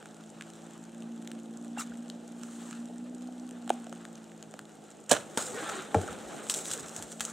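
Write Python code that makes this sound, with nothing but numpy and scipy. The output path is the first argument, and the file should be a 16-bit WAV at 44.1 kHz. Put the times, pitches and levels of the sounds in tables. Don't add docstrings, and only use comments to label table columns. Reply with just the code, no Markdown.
import sys
import numpy as np
from scipy import signal
from scipy.fft import rfft, irfft, next_fast_len
from scipy.io import wavfile
from scipy.ndimage import uniform_filter1d, map_coordinates

SR = 44100
rng = np.random.default_rng(int(sys.argv[2]) if len(sys.argv) > 2 else 0)


def to_wav(s):
    ch = np.atleast_2d(s).T
    pcm = np.round(np.clip(ch, -1, 1) * 32767)
    wavfile.write(sys.argv[1], SR, pcm.astype(np.int16))


def natural_amplitude(level_db):
    exponent = np.asarray(level_db, float) / 20
    return 10 ** exponent


N = 322812

# (frequency [Hz], density [dB])
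RUMBLE = [(30, -42), (60, -22), (110, -10), (200, -3), (400, -0.5), (850, -3.5), (1100, -33), (2000, -26)]
# (frequency [Hz], density [dB])
HISS = [(2000, -20), (4700, -5), (6000, -6), (7600, -3.5), (9800, -6), (13000, -7), (16500, -2.5)]


def unit(x):
    return x / np.sqrt(np.mean(x ** 2) + 1e-20)


def along(points, hz):
    f, v = np.transpose(points)
    return np.interp(np.log(hz + 1), np.log(f + 1), v)


def curves(rows):
    s, *cols = np.transpose(rows)
    return [np.interp(np.arange(N) / SR, s, c, left=-120, right=-120) for c in cols]


def wobble(rate):
    knots = rng.standard_normal(int(N * rate / SR) + 4)
    return map_coordinates(knots, [np.arange(N) * rate / SR])


def sides(pan_db):
    return natural_amplitude(np.array([[pan_db / 2], [-pan_db / 2]]))


def swells(rows):
    power = np.zeros((2, N))
    for s, db, over_db, rise, fall in rows:
        first, last = max(round((s - .6) * SR), 0), min(round((s + 1.2) * SR), N)
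        t = np.arange(first, last)
        lag = t / SR - s
        event_db = db - 60 * np.where(lag < 0, -lag / rise, lag / fall)
        power[:, t] += natural_amplitude(2 * event_db) * natural_amplitude([[0], [2 * over_db]])
    return np.sqrt(power)


def rush(spectrum, patchy_db, grain_db):
    # (frequency [Hz], correlation [0-1])
    alike = [(30, .4), (70, 0.26), (200, 0.63), (600, 0.74), (1500, 0.85), (3000, 0.93), (6000, 0.98),
             (9000, 0.65), (14000, 0.2)]
    grains = natural_amplitude(grain_db * wobble(500) + grain_db * wobble(60))
    hz, _, z = signal.stft(rng.standard_normal((2, N)) * grains, SR, nperseg=512)
    patches = uniform_filter1d(uniform_filter1d(rng.standard_normal(z.shape[1:]), 6, 0), 8, 1)
    turn = np.arccos(np.clip(along(alike, hz), -1, 1))[:, None] / 2
    z = z * natural_amplitude(patchy_db * unit(patches) + along(spectrum, hz)[:, None])
    mid, side = signal.istft(z * [np.cos(turn), np.sin(turn)], nperseg=512)[1][:, :N]
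    return unit(np.array([mid + side, mid - side]))


def cracks(rows, spike, low_hz=180, size=4096):
    out, t = np.zeros((2, N + SR)), np.arange(size) / SR
    f = np.fft.rfftfreq(size, 1 / SR)
    small = (1j * f / (low_hz + 1j * f)) ** 2
    click = spike * np.exp(-t / .00003)
    for s, db, hz, ring_db, t60, pan_db in rows:
        noise = rng.standard_normal((3, size))
        fade = natural_amplitude(-60 * t / max(t60, .002)) + 1.2 * natural_amplitude(-60 * t / 0.0036)
        fade = fade * (1 - np.exp(-t / 0.00017))
        width = 0.54 * hz
        resonance = 1j * f * width / (hz * hz - f * f + 1j * f * width)
        wood = 1 + natural_amplitude(ring_db) * np.sqrt(9000 / width) * resonance
        burst = click + (noise[0] + 0.092 * noise[1:]) * fade
        burst = irfft(rfft(burst) * wood * small, size)
        start = round(s * SR)
        out[:, start:start + size] += natural_amplitude(db - 12.0) * sides(pan_db) * burst
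    return out[:, :N]


def struck(s, db, modes, attack):
    out, t = np.zeros(N + SR), np.arange(SR // 3) / SR
    ring = 0
    for k, (hz, level, t60) in enumerate(modes):
        ring = ring + (-1) ** k * natural_amplitude(level - 60 * t / t60) * np.sin(2 * np.pi * hz * t)
    start = round(s * SR)
    out[start:start + len(t)] = natural_amplitude(db) * ring * (1 - np.exp(-t / attack))
    return out[:N]


def bow_string():
    # (time [s], peak [dB], ring [Hz], ring level [dB], t60 [s])
    string_events = [(5.094, -20, 7300, -3, 0.07), (5.098, -30, 2700, 3, .02), (5.106, -34, 1000, 14, 0.07),
                     (5.111, -16, 3100, 7, 0.05), (5.1128, -12, 3800, 4, .02), (5.1136, -11, 6000, 1, 0.03),
                     (5.1155, -7.5, 6400, 0, 0.025), (5.117, -22, 2100, 9, .04),
                     (5.1185, -10, 6000, -1, 0.015), (5.124, -11, 7500, -13, 0.03),
                     (5.123, -22, 2700, 10, .06), (5.1305, -11, 7500, -8, .025),
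                     (5.138, -25, 1400, 8, 0.07), (5.15, -31, 1690, 13, 0.05), (5.165, -31, 1570, 14, 0.05)]
    return cracks([(*row, -4.5) for row in string_events], 0.62, size=8192)


def bow_limbs():
    # (time [s], level [dB])
    limb_blows = [
        (5.1136, -10),
        (5.1178, -6.5),
        (5.1265, -19),
        (5.1298, -16),
        (5.1365, -19),
        (5.147, -25),
        (5.156, -28),
        (5.166, -27),
        (5.18, -31),
        (5.099, -33),
    ]
    # (frequency [Hz], level [dB], t60 [s])
    limb_modes = [(133, -18, 0.038), (278, -12, 0.032), (417, -6, 0.013), (610, 1.5, 0.02),
                  (1040, -4.5, .012), (1660, -9, .02)]
    return sum(struck(s, db, limb_modes, 0.00089) for s, db in limb_blows) * sides(-7.5)


def arrow_strike():
    # (frequency [Hz], level [dB], t60 [s])
    strike = (5.3735, -22, [(240, -2, 0.036), (470, 0.5, 0.031), (907, 0, .04), (1500, -10, 0.039),
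              (3580, -2.5, 0.019)])
    return struck(*strike, 0.00068) * sides(-0.62)


def barrel():
    # (frequency [Hz], level [dB], t60 [s])
    shell = (5.9447, -23.5, [(206, -5, .14), (272, 0, .07), (330, -3, .12), (451, 0.5, 0.15),
             (542, -2, 0.081), (615, 1, 0.1), (713, -0.5, 0.11), (823, 11, 0.04), (1100, -4, 0.047),
             (1350, -2, 0.044), (1790, -1, 0.019), (2350, -2, 0.023)])
    inner_air = (5.957, -6.5, [(94, 0, .125), (125, -17, .1), (167, -10, .11)])
    return struck(*shell, 0.00038) * sides(1.0) + struck(*inner_air, 0.03) * sides(1.5)


def barrel_scrunch():
    # (time [s], peak [dB], ring [Hz], ring level [dB], t60 [s], left-right [dB])
    contacts = [
        (5.9447, -38.5, 700, 16, 0.15, .6),
        (5.946, -39, 1500, 12, .1, .6),
        (5.97, -43, 356, 18, .12, .6),
    ]
    return cracks(contacts, .3)


def squeaks():
    # (time [s], length [s], start [Hz], end [Hz], level [dB])
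    rubs = [(1.765, .008, 1500, 1700, -44), (1.78, .014, 2750, 2750, -42), (1.793, .011, 1200, 1450, -38.5),
            (1.805, .008, 850, 1400, -38), (1.817, .008, 3800, 3900, -44), (5.46, .07, 525, 480, -43),
            (5.51, .04, 390, 375, -43), (5.54, .095, 430, 545, -39), (5.54, .05, 1900, 1800, -46),
            (5.56, .07, 1520, 1400, -46), (5.605, .045, 330, 315, -39), (5.6, .05, 1650, 1480, -43),
            (5.61, .04, 800, 800, -45), (5.635, .1, 1420, 1240, -41.5), (5.635, .075, 1800, 1730, -45),
            (5.67, .04, 800, 850, -45), (5.71, .03, 800, 780, -43), (5.72, .04, 450, 360, -44),
            (5.73, .09, 1240, 1240, -49), (5.73, .06, 1900, 1880, -48), (5.755, .07, 355, 390, -43),
            (5.84, .03, 480, 460, -48)]
    out = np.zeros(N)
    waver, flutter = 0.5 * wobble(70), natural_amplitude(2.5 * wobble(90))
    for s, length, from_hz, to_hz, db in rubs:
        n = round(s * SR) + np.arange(round(length * SR))
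        u = np.linspace(0, 1, len(n))
        glide = 2 * np.pi * np.cumsum(from_hz + (to_hz - from_hz) * u) / SR
        own_waver = np.roll(waver, round(from_hz))[n]
        out[n] += natural_amplitude(db) * np.sin(np.pi * u) ** .7 * np.sin(glide + own_waver)
    return out * flutter


def breaking_wood():
    # (time [s], peak [dB], ring [Hz])
    twigs = [(6.487, -31, 8000), (6.4976, -11.5, 3800), (6.5395, -16, 7500), (6.5456, -21, 4100),
             (6.5889, -26, 2794), (6.6548, -25, 3680), (6.6967, -29, 3485), (6.7044, -25, 5210),
             (6.7131, -17.5, 5480), (6.717, -24, 7000), (6.7346, -17, 7500), (6.736, -27, 2900),
             (6.776, -29, 7000), (6.8608, -33.5, 6000), (6.8837, -31, 5500), (6.8932, -32, 6500),
             (6.9631, -24.5, 7000), (7.0239, -24, 8480), (7.1182, -30, 8000), (7.1256, -31, 6500),
             (7.1964, -29, 2880), (7.206, -13, 1900), (7.2509, -19.5, 7000), (7.2988, -30.5, 7000)]
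    # (time [s], peak [dB])
    thick_wood = [(5.3738, -11), (5.5198, -33), (5.6915, -24), (5.6962, -23), (5.8216, -30.5),
                  (5.9441, -25), (6.0142, -25.5), (6.0771, -31), (6.107, -33), (6.128, -29), (6.4672, -32)]
    wood = twigs + [(s, db, 1400) for s, db in thick_wood]
    rows = []
    for s, db, hz in wood:
        t60 = .023 + .0008 * (db + 34)
        rows.append((s + .0007, db - 2.0, hz, -4, t60, -.4))
    return cracks(rows, 7.6, low_hz=900, size=2048)


def footfalls():
    # (time [s], peak [dB], pitch [Hz], t60 [s])
    steps = [
        (1.903, -43, 380, 0.04),
        (5.957, -22, 455, .07),
        (5.972, -29, 720, .06),
        (5.98, -29, 400, .09),
        (6.088, -35, 481, 0.095),
        (6.596, -36, 362.6, 0.054),
        (6.763, -36, 468, 0.062),
        (7.001, -37, 304, 0.06),
    ]
    # (time [s], level [dB], pitch [Hz])
    landings = [
        (1.77, -52, 108.7),
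        (1.9, -47, 80),
        (6.09, -35.5, 75),
        (6.25, -40, 55),
        (6.55, -48, 65),
        (6.701, -42.5, 100),
        (6.82, -45.5, 75),
        (6.98, -41, 100),
        (7.03, -41, 60),
        (7.2, -43.5, 70),
    ]
    feet = sum(struck(s, db + 4.5, [(hz, 0, t60)], 0.0092) for s, db, hz, t60 in steps)
    thuds = sum(struck(s, db, [(hz, 0, .15)], 0.0093) for s, db, hz in landings)
    return feet + thuds


def brush():
    # (time [s], effort [dB])
    flight = [(5.09, -62), (5.15, -41), (5.25, -50.5), (5.37, -49), (5.385, -36), (5.43, -43.5),
              (5.82, -43.5), (5.9, -50), (6.0, -39.5), (6.1, -43.5), (6.8, -49), (7.32, -54.5)]
    # (time [s], scuff [dB], leaf swish over scuff [dB], rise [s], fall [s])
    shoves = [(1.772, -47, -16, .035, .2), (1.785, -46, 7, .04, .15), (1.797, -43, 7, 0.05, 0.15),
              (1.808, -44, 7, .05, .12), (1.818, -46, 4, 0.05, .09), (5.145, -41, 0, .02, 0.44),
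              (5.375, -37, 7.5, 0.011, .35), (5.43, -47, 9, .3, .6), (5.57, -42, -3, .3, 1.2),
              (5.66, -39, -5, .5, .9), (5.77, -42.5, -8, .9, .45), (6.13, -48.5, -7, 0.74, 0.53),
              (6.33, -51, -1.5, .8, 1.18), (6.42, -49, -6, .6, .6), (6.498, -42, 12.5, 0.0077, .2),
              (6.57, -47, 12.5, 0.38, 0.59), (6.68, -51, 11.5, .5, .5), (6.72, -50, 12, .3, .5),
              (6.8, -49.5, 2, 0.8, 1.1), (6.98, -52, 9.5, 0.44, 0.65), (7.12, -58.5, 9.5, .6, .7),
              (7.207, -45, 11, .01, .28), (7.27, -49.5, 7.5, .3, 0.7)]
    # (frequency [Hz], density [dB])
    scuff_spectrum = [(500, -28), (1000, 3.5), (1400, 2.5), (2200, -1), (2800, -8), (4000, -7.5),
                      (5000, -15), (8000, -57)]
    effort_db, = curves(flight)
    scrape, swish = swells(shoves)
    tramp, scuff, leaves = rush(RUMBLE, 2, 1.2), rush(scuff_spectrum, 1.6, 1.6), rush(HISS, 1.6, 2)
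    scuff_gain = np.hypot(natural_amplitude(effort_db - 8), scrape)
    leaf_gain = np.hypot(natural_amplitude(effort_db - 12), swish)
    return natural_amplitude(effort_db) * tramp + scuff_gain * scuff + leaf_gain * leaves


def pail_knock():
    # (frequency [Hz], level [dB], t60 [s])
    knock = (3.7038, -8.5, [(753, 9.5, 0.0105), (1500, -4, 0.007), (2500, -15, 0.0066), (342, -13, 0.03),
             (587, -9, 0.014)])
    return struck(*knock, 0.0018) * sides(-2.5)


def plops():
    # (time [s], peak [dB], pitch [Hz])
    drops = [(0.409, -38, 1690), (1.774, -28, 820), (1.92, -41, 1500), (3.288, -36, 700),
             (3.677, -36.5, 778), (3.869, -34, 686), (3.926, -40, 613), (4.54, -36.5, 622),
             (4.591, -46, 703), (5.3815, -26, 1500), (5.391, -29, 600), (6.033, -37, 1500),
             (6.078, -36, 1600), (6.086, -29.5, 1324), (6.998, -35, 800)]
    return sum(struck(s, db + 4, [(hz, 0, .018)], 0.00056) for s, db, hz in drops)


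def drips():
    # (time [s], peak [dB], ring [Hz], ring level [dB], left-right [dB])
    twig_ticks = [(0.0273, -39, 1210, 5, -3), (0.0577, -31, 1660, 0, -1.0), (0.4103, -31, 2230, 5, -1),
                  (0.4225, -32, 1810, 7, 1.5), (1.0227, -36.5, 2760, -1, 0.5),
                  (1.275, -27, 2830, -0.5, 0.5), (1.7953, -26, 1250, -5, -1.5),
                  (2.1001, -32.5, 3595, 10.5, 2.5), (2.7107, -30.5, 1329, -3, -6),
                  (2.7288, -33.5, 1460, 6, 1.5), (3.2216, -38, 1314, -3, -10), (3.6774, -31, 1100, -1, -2),
                  (3.703, -21.5, 1100, 9, -2), (3.868, -36.5, 1563, 3.5, 1), (3.927, -33.5, 1123, 10, -1),
                  (4.0524, -28.5, 1511, -5, 3), (4.5399, -38.5, 1690, 9, -7), (4.592, -24.5, 1280, -2, 2)]
    # (time [s], peak [dB], left-right [dB])
    leaf_drips = [(0.502, -32, 1), (1.224, -35, 3), (1.3163, -26, 1.0), (1.647, -35, -2.0), (1.864, -40, 0),
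                  (1.897, -38, 0), (1.937, -39, 0), (2.3958, -38, 0), (2.4138, -38, 0), (2.4343, -30, -14),
                  (2.563, -37, 0), (2.6193, -37, 0), (3.4913, -32, 3), (3.51, -30.5, 1.0), (4.4268, -27, 2)]
    # (time [s], peak [dB], ring [Hz])
    far_drips = [(0.0694, -47, 6840), (0.1441, -42, 6510), (0.7342, -43, 8480), (0.9467, -43, 3240),
                 (1.0394, -55, 2760), (1.3892, -43, 2690), (2.0238, -45, 2790), (2.2094, -50, 3100),
                 (2.3246, -49, 2870), (2.8554, -40, 6340), (2.9816, -42, 7180), (3.1472, -42, 7320),
                 (3.3588, -49, 2580), (3.6934, -22, 2730), (3.7319, -42, 2740), (3.7389, -37, 6800),
                 (3.7544, -48, 2940), (3.7988, -41, 7170), (3.8422, -45, 3420), (3.8945, -41, 6650),
                 (3.9589, -43, 2770), (4.153, -42, 6610), (4.1769, -42, 3010), (4.2413, -42, 5560),
                 (4.3625, -47, 7860), (4.6994, -51, 8110), (4.8194, -51, 3680), (4.9494, -49, 3110)]
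    ticks = twig_ticks + [(s, db, 1450, -14, pan_db) for s, db, pan_db in leaf_drips]
    ticks = ticks + [(s + .001, db + 3, hz, -6, 0) for s, db, hz in far_drips]
    rows = [(s, db, hz, ring_db, .006, pan_db) for s, db, hz, ring_db, pan_db in ticks]
    return cracks(rows, 4.35, size=512)


def patter(count):
    rows = []
    for when, big, pitch, place in rng.random((count, 4)):
        rows.append((when * N / SR, -48 + 9 * big * big, 2000 + 7000 * pitch, 3, .005, 6 * place - 3))
    return cracks(rows, 1.6, size=512)


def engine():
    # (time [s], firing rate [Hz], loudness [dB])
    revs = [(0.0, 53.43, -56), (0.24, 55.1, -54), (0.6, 55.84, -53.5), (1.12, 57.8, -44), (1.45, 56.9, -45),
            (1.75, 58.9, -42), (2.3, 58.57, -46), (2.76, 58.52, -44), (3.24, 61.7, -42.5),
            (3.44, 61.16, -42.5), (4.13, 56.6, -51), (4.98, 52.07, -60.5), (5.46, 53.6, -58.5),
            (6.1, 53.44, -54.5), (6.692, 55.24, -56), (6.9, 56.1, -56.5), (7.1, 56.4, -53),
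            (7.32, 56.9, -49.5)]
    # (level at middle loudness [dB], gain per loudness [dB/dB], loss once turned away [dB], slow fading [dB])
    orders_heard = [
        (-56, 0.12, 3, 1.4),
        (-50, 1.0, 0, 0.2),
        (-59, .7, 12, 1.6),
        (-65.5, 0.2, 10, 1),
    ]
    # (frequency [Hz], gain [dB])
    exhaust = [(156, -7), (168, 0), (312, 0), (343, 7.5), (356, -4)]
    rate, loud_db = curves(revs)
    turns = 2 * np.pi * np.cumsum(np.abs(rate)) / SR
    away = np.clip((np.arange(N) / SR - 4.95) / .15, 0, 1)
    tone = 0
    for order, (db, grows, lost_db, fade_db) in enumerate(orders_heard, start=3):
        level = db + grows * (loud_db + 50) - lost_db * away + fade_db * wobble(2.013)
        level = level + along(exhaust, order * rate) + 2.5 + 1.5 * wobble(16)
        tone = tone + natural_amplitude(level) * np.sin(order * turns + 0.42 * wobble(14))
    weak = natural_amplitude(-77.0) * np.sin(2 * turns) + natural_amplitude(-70.5) * np.sin(turns)
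    smear = 1 + 0.22 * wobble(110)
    return (tone * smear + weak) * sides(-.6)


def woods():
    # rumble [dB], murmur [dB], leaf hiss [dB]
    still_db = (-54, -61.5, -70)
    # (time [s], murmur [dB], hiss over murmur [dB], rise [s], fall [s])
    puffs = [(0.0, -58.5, -7, .5, 1.7), (.42, -61, -2.5, 1.2, 1.7), (.6, -64, 3, 1.4, 1.5),
             (.75, -58, -10, 0.92, 1.3), (1.9, -60, -8, 1.5, 1.5), (2.44, -57, 3, 0.29, 1.3),
             (2.66, -56, 4, 1.3, 1.0), (2.76, -54.5, -8, 0.62, .25), (3.8, -60.5, -2.5, 2.5, 2.2),
             (4.05, -62, -7, 1.5, 0.91), (4.9, -67, 1, 2.02, .8)]
    # (frequency [Hz], density [dB])
    murmur_spectrum = [(400, -40), (1000, 6), (1500, 2), (3500, -7), (5000, -8), (8000, -31)]
    low, mid, high = natural_amplitude(still_db)
    stir, rustle = swells(puffs)
    rumble, murmur, hiss = rush(RUMBLE, 1.2, .6), rush(murmur_spectrum, 1.2, 1.5), rush(HISS, 1.2, 1.5)
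    return low * rumble + np.hypot(mid, stir) * murmur + np.hypot(high, rustle) * hiss


def trunk_echo(x):
    # (frequency [Hz], t60 [s])
    trunk_decay = [(200, 0.22), (1500, 0.39), (8000, 0.2)]
    out, hop = np.zeros((2, N + SR)), SR // 3
    for start in range(0, N, hop):
        hz, t, z = signal.stft(rng.standard_normal((2, SR // 2)), SR, nperseg=256)
        fade = natural_amplitude(-60 * t / along(trunk_decay, hz)[:, None])
        tail = signal.istft(z * fade, SR, nperseg=256)[1]
        wet = signal.fftconvolve(x[None, start:start + hop], tail / np.linalg.norm(tail[0]), axes=1)
        late = start + 200
        out[:, late:late + wet.shape[1]] += wet
    return out[:, :N]


def scene():
    sharp = bow_string() + barrel_scrunch() + breaking_wood() + drips() + patter(count=340)
    dull = bow_limbs() + arrow_strike() + barrel() + squeaks() + footfalls() + pail_knock() + plops()
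    echo = trunk_echo((sharp + 0.59 * dull).mean(0))
    echo = natural_amplitude(-17.5) * (echo + 0.52 * echo[::-1])
    return sharp + dull + echo + brush() + engine() + woods()


def low_pass(x):
    return signal.sosfilt(signal.butter(12, 16000, fs=SR, output="sos"), x)


def record(dry):
    # (frequency [Hz], gain [dB])
    housing = [(30, -18.5), (120, 0.5), (850, 0), (1000, -4.5), (1400, 1), (2200, -5.5), (3000, 0.5),
               (4000, -1), (4700, -7), (5800, 0), (7000, 5.5), (8300, 5.5), (9600, -3.5), (12000, -10.5),
               (15600, -17), (16600, -35)]
    m = next_fast_len(N + 8192)
    cep = irfft(np.log(natural_amplitude(along(housing, np.fft.rfftfreq(m, 1 / SR)))), m)
    cep[1:m // 2] *= 2
    cep[m // 2 + 1:] = 0
    x = irfft(rfft(dry, m) * np.exp(rfft(cep)), m)[:, :N]
    x = x / (1 + (x / .85) ** 4) ** .25
    return low_pass(x)


dry = scene()
out = record(dry)
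to_wav(out)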